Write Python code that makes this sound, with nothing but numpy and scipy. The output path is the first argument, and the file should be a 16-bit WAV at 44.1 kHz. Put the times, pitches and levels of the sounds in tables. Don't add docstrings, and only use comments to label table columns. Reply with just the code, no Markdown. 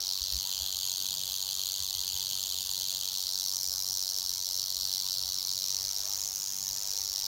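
import sys
import numpy as np
from scipy import signal
from scipy.fft import rfft, irfft, next_fast_len
from scipy.io import wavfile
from scipy.ndimage import uniform_filter1d, map_coordinates

SR = 44100
rng = np.random.default_rng(int(sys.argv[2]) if len(sys.argv) > 2 else 0)


def to_linear_factor(level_db):
    exponent = np.asarray(level_db, float) / 20
    return 10 ** exponent


def to_wav(s):
    ch = np.atleast_2d(s).T
    pcm = np.round(np.clip(ch, -1, 1) * 32767)
    wavfile.write(sys.argv[1], SR, pcm.astype(np.int16))


N = 320607
T = np.arange(N) / SR

# time in seconds, share turned away from 0 to 1.
AWAY = [(0, 1), (.45, .7), (.8, 0), (5.2, 0), (5.9, 1), (7.27, 1)]


def unit(x):
    return x / np.sqrt(np.mean(x ** 2) + 1e-20)


def curves(rows):
    s, *columns = np.transpose(rows)
    return [np.interp(T, s, column) for column in columns]


def filtered(x, response):
    m = next_fast_len(N + 8192)
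    spectrum = rfft(x, m) * response(np.fft.rfftfreq(m, 1 / SR))
    return irfft(spectrum, m)[..., :N]


def coloured(x, spectrum):
    f, db = np.transpose(spectrum)
    return unit(filtered(x, lambda hz: to_linear_factor(np.interp(np.log(hz + 1), np.log(f), db))))


def wobble(rate):
    knots = rng.standard_normal(int(N * rate / SR) + 4)
    return map_coordinates(knots, [T * rate])


def hump(s, half):
    return np.exp(-((T - s) / half) ** 2 / 2)


def patchy(depth_db):
    z = signal.stft(rng.standard_normal(N), nperseg=1024)[2]
    field = uniform_filter1d(rng.standard_normal(z.shape), size=5, axis=0)
    field = uniform_filter1d(field, size=5, axis=1)
    return signal.istft(z * to_linear_factor(depth_db * unit(field)), nperseg=1024)[1][:N]


def dip(hz, dip_hz, width_hz, depth):
    return 1 - np.clip(depth, 0, 1) / (1 + ((hz - dip_hz) / width_hz * 2) ** 2)


def summed(times, shapes):
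    at = np.round(times * SR).astype(int)[:, None] + np.arange(shapes.shape[1])
    inside = (at >= 0) & (at < N)
    return np.bincount(at[inside], shapes[inside], N)


def road_rumble():
    # frequency in Hz, level in dB per Hz.
    rumble_spectrum = [(13, -58), (22, -13), (47, -4.5), (65, 7.5), (130, -6), (170, -78), (290, -120)]
    # time in seconds, rise in dB.
    puffs = [(.62, 11), (1.3, 5), (1.82, 11), (1.97, 9), (2.16, 9.5), (2.54, 4), (2.84, 4), (3.24, 3),
             (3.94, 8), (4.19, -3), (4.38, 2), (4.68, 3), (5.23, 4.5), (5.33, 0), (5.75, 8), (5.84, 8),
             (6.03, 5), (6.7, 8), (7.04, 8), (7.22, 5)]
    half_s = .028
    puffs_db = sum(db * hump(s, half_s) for s, db in puffs) + 1.4 * wobble(9)
    return to_linear_factor(-62.5 + puffs_db) * coloured(rng.standard_normal(N), rumble_spectrum)


def engine_drone():
    # frequency in Hz, level in dB per Hz.
    drone_spectrum = [(70, -37), (115, -4.5), (150, -4), (250, -14.5), (400, -19), (600, -50)]
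    # time in seconds, rise in dB, half length in seconds.
    swells = [
        (0.357, 5.5, 0.043),
        (1.132, 8.5, .1),
        (5.3, 1.5, 0.021),
        (6.518, 5, .08),
    ]
    swells_db = sum(db * hump(s, half) for s, db, half in swells) + 1.7 * wobble(4.02)
    return to_linear_factor(-66.5 + swells_db) * coloured(patchy(depth_db=1.5), drone_spectrum)


def tyre_hum():
    # frequency in Hz, level in dB per Hz.
    traffic_spectrum = [(150, -16), (250, -9), (483, -4.5), (545, -2), (836, 0.5), (909, 2.5), (1530, -6),
                        (2300, -21), (2990, -67), (5060, -120)]
    # time in seconds, rise in dB, half length in seconds.
    passing = (6.1, 3, 0.15)
    pass_s, rise_db, half_s = passing
    level_db = -59.5 + rise_db * hump(pass_s, half_s) + 0.31 * wobble(2.94) + 0.23 * wobble(14)
    return to_linear_factor(level_db) * coloured(patchy(depth_db=2.5), traffic_spectrum)


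def leaves():
    # frequency in Hz, level in dB per Hz.
    leaf_spectrum = [(900, -30), (1500, -3), (2200, 0), (4000, -8), (7000, -19), (16000, -30)]
    slides_s, rise_db = 3, 4
    level_db = -66.5 + rise_db * curves(AWAY)[0] * (T > slides_s)
    return to_linear_factor(level_db) * coloured(patchy(depth_db=3.5), leaf_spectrum)


def handling():
    # time in seconds, peak in dB, frequency in Hz, half length in seconds.
    bumps = [
        (0.223, -39, 60, 0.0077),
        (0.356, -35.5, 61.3, 0.02),
    ]
    return sum(to_linear_factor(db) * hump(s, half) * np.cos(2 * np.pi * hz * (T - s)) for s, db, hz, half in bumps)


def forest(x):
    t = np.arange(SR // 8) / SR
    tail = rng.standard_normal(len(t)) * to_linear_factor(-60 * t / 0.11)
    answer = signal.fftconvolve(x, tail / np.linalg.norm(tail))[:N]
    return filtered(answer, lambda hz: 1 / (1 + (hz / 9000) ** 4))


def segment_levels():
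    # middle level in dB, swing in dB, angle of the highest level in degrees.
    level_swings = [(-45.5, 10, 133), (-44.5, 9.5, 37), (-47, 12, -13.5), (-33, 14, 188.5)]
    # time in seconds, angle in degrees.
    angle_rows = [(0, 5), (.15, 38), (.34, 42), (.47, 69), (2.75, 65), (3.05, 59), (3.3, 22), (3.6, -27),
                  (4.2, -7), (4.5, 1), (5.1, 31), (5.4, 5), (5.7, -8), (6.0, -29), (6.25, -53), (6.6, -60),
                  (6.9, -37), (7.27, -11)]
    angle = curves(angle_rows)[0]
    return [db + swing_db * np.cos(np.radians(angle - highest_at)) for db, swing_db, highest_at in level_swings]


def collisions():
    # time in seconds, strokes per second.
    speed = [(0.0, 93.99), (0.79, 94.92), (0.79, 93.65), (1.7, 95.26), (1.71, 97.22), (2.04, 93.09),
             (2.33, 95.75), (2.35, 94.6), (3.38, 92.99), (3.38, 94.06), (4.06, 93.95), (4.3, 91.93),
             (4.81, 94.2), (5.48, 93.3), (6.13, 99.31), (6.63, 96.01), (6.92, 98.66), (7.27, 96.92)]
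    places = [.69, .82, .9, .945, 1.06, 1.19, 1.71, 1.82, 1.92, 1.965, 2.07, 2.2]
    # strength in dB, time scatter in strokes,
    # extra dB of the deepest segment, extra dB of the second segment.
    blows = [(-9.5, .015, -4, 0), (-2.5, .018, -3, -7), (-5, .025, 0, 0), (-.5, .025, -2, 1),
             (-8.5, .04, 7, -1), (-12.5, .06, 1, -3), (-8.5, .015, 1, -1), (-13, .04, 1, 2),
             (-4, .02, -4, -1), (.5, .02, -3, -1.5), (-6.5, .04, 7, 0), (-12, .06, 2, -3)]
    strokes = .385 + np.cumsum(curves(speed)[0]) / SR
    db, scatter, deep_db, second_db = np.transpose(blows)
    per_stroke = len(places) // 2
    pairs = np.arange(-2, strokes[-1], 2)[:, None]
    place = pairs + places + scatter * rng.standard_normal((len(pairs), len(places)))
    force, late = np.repeat(rng.standard_normal((2, len(pairs), 2)), per_stroke, axis=2)
    place = place + .025 * late
    times = np.interp(place, strokes, T, left=-1, right=-1).ravel()
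    strength_db = db + 2.5 * rng.uniform(-1, 1, place.shape)
    strength_db = strength_db + 0.6 * np.clip(force, -2, 1.5)
    strength_db = strength_db + 0.6 * np.repeat([1, -1], per_stroke)
    extra_db = np.tile([deep_db, second_db, 0 * db, 0 * db], len(pairs))
    return times, strength_db.ravel(), extra_db


def edge_ticks(times, db, t):
    # frequency in Hz, level in dB per Hz.
    side_on = [(4410, -25), (7500, -3), (7900, -6), (9470, -5.5), (10600, -8), (13900, -4), (15600, -7.5)]
    # frequency in Hz, level in dB per Hz.
    drawn_away = [(4410, -13), (7500, -5.5), (8800, -10), (9790, -8), (10500, -6.5), (11300, -10),
                  (12200, -9), (13300, -6.5), (14200, -3.5), (15600, -9)]
    scrape = to_linear_factor(-7 - 60 * t / .003) + to_linear_factor(-3 - 60 * t / .009) + to_linear_factor(-19 - 60 * t / .018)
    ticks = summed(times, to_linear_factor(db[:, None]) * scrape * rng.standard_normal((len(times), len(t))))
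    away = curves(AWAY)[0]
    near = (1 - away) * coloured(ticks, side_on)
    far = to_linear_factor(-0.8) * away * coloured(ticks, drawn_away)
    return to_linear_factor(-39) * (near + far)


def rattle():
    # frequency in Hz, pitch scatter as a share,
    # t60 in seconds, strength scatter in dB.
    shells = [(3376, 0.059, 0.012, 2.5), (4315, 0.045, 0.0062, 0.5), (5538, 0.074, 0.0051, 1),
              (6540, 0.056, 0.021, 3.5)]
    # frequency in Hz, width in Hz, depth as a
    gaps = [(3606, 216, 0.23), (4980, 120, 0.2), (7700, 350, 0.31)]
    times, db, extra_db = collisions()
    t = np.arange(420) / SR
    sound = np.zeros(N)
    for (hz, detune, t60, spread_db), drive_db, level_db in zip(shells, extra_db, segment_levels()):
        pitch, size, late = rng.uniform(-1.7, 1.7, (3, len(times), 1))
        strength = to_linear_factor((db + drive_db)[:, None] + spread_db * size)
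        decay = to_linear_factor(-60 * t / (0.36 * t60)) + to_linear_factor(-17.5 - 60 * t / (1.66 * t60))
        onset = 1 - np.exp(-t / 0.00021)
        ring = np.sin(2 * np.pi * hz * np.exp(detune * pitch) * t) * onset
        shell = summed(times + .00015 * late[:, 0], strength * decay * ring)
        hollow = lambda f: 1j * f * 1500 / (hz ** 2 - f ** 2 + 1j * f * 1500)
        sound += to_linear_factor(level_db) * unit(filtered(shell, hollow))
    sound += edge_ticks(times, db, t)
    small = lambda f: 1 / (1 + (2500 / (f + 1)) ** 5)
    return filtered(sound, lambda f: small(f) * np.prod([dip(f, *gap) for gap in gaps], axis=0))


def scene():
    surroundings = road_rumble() + engine_drone() + tyre_hum() + leaves()
    tail = rattle()
    return (tail + to_linear_factor(-17.5) * forest(tail) + surroundings + handling())[None]


def roll_off(x):
    return signal.sosfilt(signal.butter(12, 16750, fs=SR, output="sos"), x)


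def record(dry):
    # frequency in Hz, width in Hz, depth as a share.
    port = (10450, 600, .55)
    top_hz = 15850
    mix = filtered(dry, lambda hz: dip(hz, *port) * (hz < top_hz))
    return roll_off(mix)


dry = scene()
out = record(dry)
to_wav(out)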